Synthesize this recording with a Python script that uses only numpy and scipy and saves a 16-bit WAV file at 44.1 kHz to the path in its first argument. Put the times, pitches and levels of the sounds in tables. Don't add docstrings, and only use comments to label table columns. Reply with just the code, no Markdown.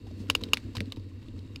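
import sys
import numpy as np
from scipy import signal
from scipy.io import wavfile

SR = 44100
rng = np.random.default_rng(int(sys.argv[2]) if len(sys.argv) > 2 else 0)


def field_ratio(decibels):
    return 10 ** (np.asarray(decibels, dtype=float) / 20)


def digitize_waveform(pressure):
    field = np.atleast_2d(pressure).T
    bounded = np.clip(field, -1, 1)
    quanta = np.round(bounded * 32767).astype(np.int16)
    wavfile.write(sys.argv[1], SR, quanta)


N = 70560

# start_s, peak_db, frame_pitch_hz, fade_60db_s, tyre_squeeze_db
BUMPS = [(0.117, -36, 255, 0.16, -54), (0.171, -27.5, 293, 0.044, -74), (.198, -28, 216, 0.097, -35),
         (.289, -33, 286, 0.17, -38.5), (.35, -32, 240, 0.048, -50), (0.41, -38.5, 273.6, 0.45, -31.5),
         (0.452, -39, 278.2, 0.23, -53), (0.532, -24.5, 248, 0.059, -71), (0.641, -25.5, 286, 0.033, -35),
         (0.766, -44, 254, 0.17, -29), (0.801, -26.5, 205, 0.11, -33.5), (0.873, -26.5, 256, 0.057, -41),
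         (.969, -29, 282, 0.078, -34.5), (1.042, -43, 230, 0.15, -39), (1.134, -60.5, 256, 0.072, -39),
         (1.28, -32, 292, 0.061, -39.5), (1.336, -42, 262, 0.28, -34.5), (1.377, -39.5, 231.5, 0.15, -41),
         (1.501, -37, 268, 0.071, -42.5)]
# start_s, peak_db, contact_s, ring_db, side_tones_db
SLAPS = [
    (0.2996, -6.5, 0.0031, -26, 2.5),
    (0.3509, -11.5, 0.0035, -10.5, 3),
    (0.5338, -5.5, 0.0029, -7.5, 1.5),
    (1.5594, -35.5, 0.0022, 0, 10),
]
# start_s, peak_db, pitch_hz
RATTLES = [(0.269, -46, 2840), (0.4358, -18, 3900), (0.4858, -40.5, 3050), (0.7038, -52, 2810),
           (0.7673, -18, 3765), (0.856, -42, 4170), (0.9008, -45, 3550), (0.9207, -21, 3740),
           (0.9605, -38.5, 3890), (0.9956, -46.5, 4530), (1.2838, -43, 3600), (1.3898, -42, 4100)]
# start_s, peak_db, pitch_hz
TICKS = [
    (0.5705, -12.5, 2340),
    (0.7813, -26, 1950),
    (0.8044, -12, 2380),
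    (0.969, -41, 2680),
]
# time_s, level_db
GRIT = [
    (0.0, -62.5),
    (0.19, -61.5),
    (0.41, -59),
    (0.814, -61),
    (0.97, -64),
    (1.144, -64),
    (1.6, -63),
]
ONSET_DELAY_S = 0.00099


def rms_one(x):
    return x / np.sqrt(np.mean(x ** 2) + 1e-20)


def curve(rows):
    return np.interp(np.arange(N) / SR, *np.transpose(rows))


def drift(rate_hz):
    r = np.exp(-32 * np.pi * rate_hz / SR)
    slow = signal.lfilter([1], [1, -2 * r, r * r], rng.standard_normal(N // 16 + 3002))
    slow = slow[3000:]
    return np.interp(np.arange(N) / 16, np.arange(len(slow)), rms_one(slow))


def butter(x, order, hz, kind="low"):
    return signal.sosfilt(signal.butter(order, hz, kind, fs=SR, output="sos"), x)


def resonate(x, hz, width_hz):
    r = np.exp(-np.pi * width_hz / SR)
    poles = [1, -2 * r * np.cos(2 * np.pi * hz / SR), r * r]
    return signal.lfilter([(1 - r * r) / 2, 0, (r * r - 1) / 2], poles, x)


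def coloured(spectrum, patchy_db):
    hz, db = np.transpose(spectrum)
    edges = 16800 / 2 ** np.arange(10, -.1, -1 / 3)
    white = rng.standard_normal((2, N))
    out = 0
    for k, (low, high) in enumerate(zip(edges, edges[1:])):
        if high > hz[0] / 2 and low < hz[-1] * 2:
            level_db = np.interp(np.log(low * high) / 2, np.log(hz), db)
            band = butter(white[k % 2], 2, [low, high], "band")
            out = out + field_ratio(level_db + patchy_db * drift(8)) * band
    return rms_one(out)


def since(s):
    return np.maximum(np.arange(N) / SR - s, 0)


def fade(t, t60):
    return field_ratio(-60 * t / t60)


def strike(s, hz, t60, rise_s):
    t = since(s)
    return np.sin(2 * np.pi * hz * t) * np.minimum(t / rise_s, 1) * fade(t, t60)


def load():
    # time_s, level_db
    rolling = [
        (0, -51),
        (.07, -45.5),
        (.26, -45.5),
        (.5, -49),
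        (.72, -58),
        (.94, -51.5),
        (1.25, -49),
        (1.45, -47.5),
        (1.6, -47),
    ]
    power = field_ratio(2 * curve(rolling))
    for s, db, hz, t60, squeeze_db in BUMPS:
        t = since(s)
        squeeze = np.minimum(t / 0.014, 1) * fade(t, 0.35)
        power = power + field_ratio(2 * squeeze_db) * squeeze ** 2
    return 10 * np.log10(power)


def tyre(load_db):
    pitch_hz, width_hz, octave_db, evenness = 96.6, 10, -17, 0.8
    hum = resonate(rng.standard_normal(N), pitch_hz, width_hz)
    hum = signal.hilbert(resonate(hum, pitch_hz, 2 * width_hz))
    hum = hum / (np.abs(hum) + 1e-9) ** evenness
    hum = hum / np.std(hum.real)
    octave = (hum ** 2).real
    return field_ratio(load_db) * (hum.real + field_ratio(octave_db + load_db - load_db.max()) * octave)


def frame(load_db):
    # pitch_hz, width_hz, level_db
    resonances = [(57.5, 24, -51.5), (226, 75, -52.5), (264, 40.5, -52), (327, 22, -59), (442, 80, -59),
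                  (563, 270, -73.5)]
    stones_per_s, follows_load, follows_grit = 250, 0.49, 1.9
    hits = (rng.random(N) < stones_per_s / SR) * rng.standard_normal(N)
    stones = hits + 0.043 * rng.standard_normal(N)
    shaken = 0
    for k, (hz, width_hz, db) in enumerate(resonances):
        moved = np.roll(stones, 5000 * k)
        shaken = shaken + field_ratio(db) * rms_one(resonate(resonate(moved, hz, width_hz), hz, 2 * width_hz))
    thuds, rise_s = 0, 0.0061
    for s, db, hz, t60, squeeze_db in BUMPS:
        upper = field_ratio(-5) * strike(s, hz * 1.75, 0.27 * t60, rise_s)
        thuds = thuds + field_ratio(db) * (strike(s, hz, t60, rise_s) + upper)
    follow_db = follows_load * (load_db - load_db.mean()) + follows_grit * (curve(GRIT) + 61.5)
    return field_ratio(follow_db) * shaken + thuds


def slaps():
    # pitch_hz, level_db
    tones = [(2480, -9.5), (2830, 0), (3650, -16), (4430, -17), (4930, -15.5), (5300, -18.5), (6750, -14),
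             (7600, -23), (8900, -22.5), (10680, -19.5), (11700, -28), (12850, -25.5), (14580, -23),
             (15600, -38)]
    # pitch_hz, level_db, fade_60db_s
    knocks = [(461, -19.5, 0.032), (720, -35.5, 0.012), (1028, -6.5, 0.0087), (1400, -4.5, 0.0051)]
    ring_t60_s, side_top_hz, spread_db = 0.014, 5600, 1.5
    out, chance = 0, rng.random((len(SLAPS), len(tones), 2))
    for (s, db, length, ring_db, side_db), row in zip(SLAPS, chance):
        t = since(s - .0003)
        touch = np.minimum(t / length, 1)
        contact = np.sin(np.pi * touch ** 0.9) ** 0.67
        contact = contact + field_ratio(ring_db) * touch * fade(t - length, ring_t60_s)
        chatter = 0
        for (hz, tone_db), (phase, luck) in zip(tones, row):
            if tone_db < -4:
                tone_db = tone_db + side_db * (hz < side_top_hz) + spread_db * (2 * luck - 2)
            chatter = chatter + field_ratio(tone_db) * np.sin(2 * np.pi * (hz * t + phase))
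        out = out + field_ratio(db - 5.0) * contact * chatter
        for k, (hz, knock_db, t60) in enumerate(knocks):
            level_db = db + knock_db + 0.11 * (db + 8)
            out = out + field_ratio(level_db) * (-1) ** k * strike(s, hz, t60, 0.00098)
    return out


def clicks(events, modes, rise_s, crack_db):
    spread_db = rng.normal(0, 0.72, (len(events), len(modes)))
    rings, impulse = 0, np.zeros(N)
    for (s, db, hz), row in zip(events, spread_db):
        for (ratio, mode_db, t60), extra_db in zip(modes, row):
            tone = strike(s + ONSET_DELAY_S, min(hz * ratio, 16000), t60, rise_s)
            rings = rings + field_ratio(db + mode_db + extra_db + 1) * tone
        impulse[int((s + ONSET_DELAY_S + rise_s) * SR)] = -field_ratio(db + crack_db)
    return rings + butter(butter(impulse, 2, 2700, "high"), 1, 5070)


def rattles():
    # pitch_ratio, level_db, fade_60db_s
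    modes = [(.29, -25, 0.014), (.81, -8, 0.011), (1, 0.5, 0.0063), (1.31, -17.5, 0.013),
             (2.03, -16, 0.0052), (3.05, -17.5, 0.0034), (4.0, -25, 0.0043)]
    rebound = (.5378, -15.5, 3870)  # start_s, peak_db, pitch_hz
    return clicks([*RATTLES, rebound], modes, rise_s=0.00052, crack_db=-16)


def ticks():
    # pitch_ratio, level_db, fade_60db_s
    modes = [(1, 0, .003), (1.5, -5, .002), (2.1, -12, .0015)]
    return butter(clicks(TICKS, modes, rise_s=0.00025, crack_db=-5), 3, 1500, "high")


def scatter():
    # pitch_hz, level_db
    colour = [(350, 1), (600, -3.5), (1900, -6), (2920, -0.5), (5150, -2.5), (6000, -10), (14400, -25),
              (16500, -38)]
    # start_s, peak_db, knock_db, knock_hz, fade_60db_s
    scuffs = [(0.067, -57.5, -46, 783, 0.095), (.11, -60.5, -45, 620, .05), (0.201, -57, -52.5, 940, 0.062),
              (0.287, -56, -51, 1400, 0.045), (0.41, -47.5, -41.5, 1010, 0.085),
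              (0.751, -39.5, -34.5, 1005, 0.064), (0.808, -80, -35.5, 556, 0.045),
              (0.919, -59, -44.5, 1166, 0.013), (.922, -68, -44, 534, 0.016), (0.968, -57, -48, 920, 0.048),
              (1.116, -73, -55, 1074, 0.033), (1.226, -60, -57.5, 900, 0.03),
              (1.258, -60.5, -62, 1210, 0.074), (1.38, -59, -59, 950, 0.059)]
    light_db, tick_db = -3, -7
    hits = [(e[0], e[1]) for e in SLAPS]
    hits += [(s, db + light_db) for s, db, hz in RATTLES]
    hits += [(s, db + tick_db + light_db) for s, db, hz in TICKS]
    strength, knock = 0, 0
    for s, db in hits:
        t = since(s)
        tail = field_ratio(-17) * fade(t, 0.029) + field_ratio(-37) * fade(t, 0.11)
        strength = strength + field_ratio(db) * np.minimum(since(s + ONSET_DELAY_S) / 0.0012, 1) * tail
    for s, db, knock_db, hz, t60 in scuffs:
        t = since(s)
        strength = strength + field_ratio(db) * fade(t, t60) * np.minimum(t / .002, 1)
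        knock = knock + field_ratio(knock_db) * strike(s, hz, 0.036, 0.0011)
    return strength * field_ratio(3.7 * drift(450)) * coloured(colour, patchy_db=0.5) + knock


def grit():
    # pitch_hz, level_db
    colour = [(500, -45), (800, -11.5), (2000, -3.5), (4700, -8.5), (5600, -16), (8200, -15), (9400, -24),
              (15200, -28.5)]
    # pitch_hz, width_hz, level_db
    mount = [(980, 380, -5.5), (1900, 150, -14), (2730, 220, -6), (3830, 170, -7), (4340, 700, -6),
             (7340, 1300, -15.5), (11900, 1100, -19.5)]
    hiss = coloured(colour, patchy_db=0.6) * field_ratio(1.07 * drift(130) + 1.8 * drift(30))
    white, body = rng.standard_normal(N), 0
    for hz, width_hz, db in mount:
        ringing = rms_one(resonate(resonate(white, hz, width_hz), hz, width_hz))
        body = body + field_ratio(db + 1.5 * drift(4.3)) * ringing
    spray_s, spray_width_s, spray_db = 0.207, 0.034, -62.5
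    spray = rms_one(butter(coloured(colour, patchy_db=-1.5), 2, 5000, "high"))
    swell = np.exp(-((np.arange(N) / SR - spray_s) / spray_width_s) ** 2)
    return field_ratio(curve(GRIT) - 4.0) * (hiss + body) + field_ratio(spray_db) * swell * spray


def rumble():
    # pitch_hz, level_db
    colour = [(20, -1.5), (43, -15.5), (100, -1), (166, -25), (272, -4), (450, -40.5), (700, -48)]
    return field_ratio(-50) * coloured(colour, patchy_db=-0.5)


def scene():
    load_db = load()
    body = butter(frame(load_db) + rumble(), 4, 760)
    parts = slaps() + rattles() + ticks() + scatter()
    return (tyre(load_db) + body + parts + grit())[None]


def band_limit(x):
    return signal.sosfilt(signal.butter(12, 16850, fs=SR, output="sos"), x)


def record(dry):
    overload, cutoff_hz = 0.55, 16300
    soft = overload * np.tanh(dry / overload)
    top_cut = signal.cheby2(8, 40, cutoff_hz + 700, fs=SR, output="sos")
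    return band_limit(signal.sosfilt(top_cut, soft))


dry = scene()
out = record(dry)
digitize_waveform(out)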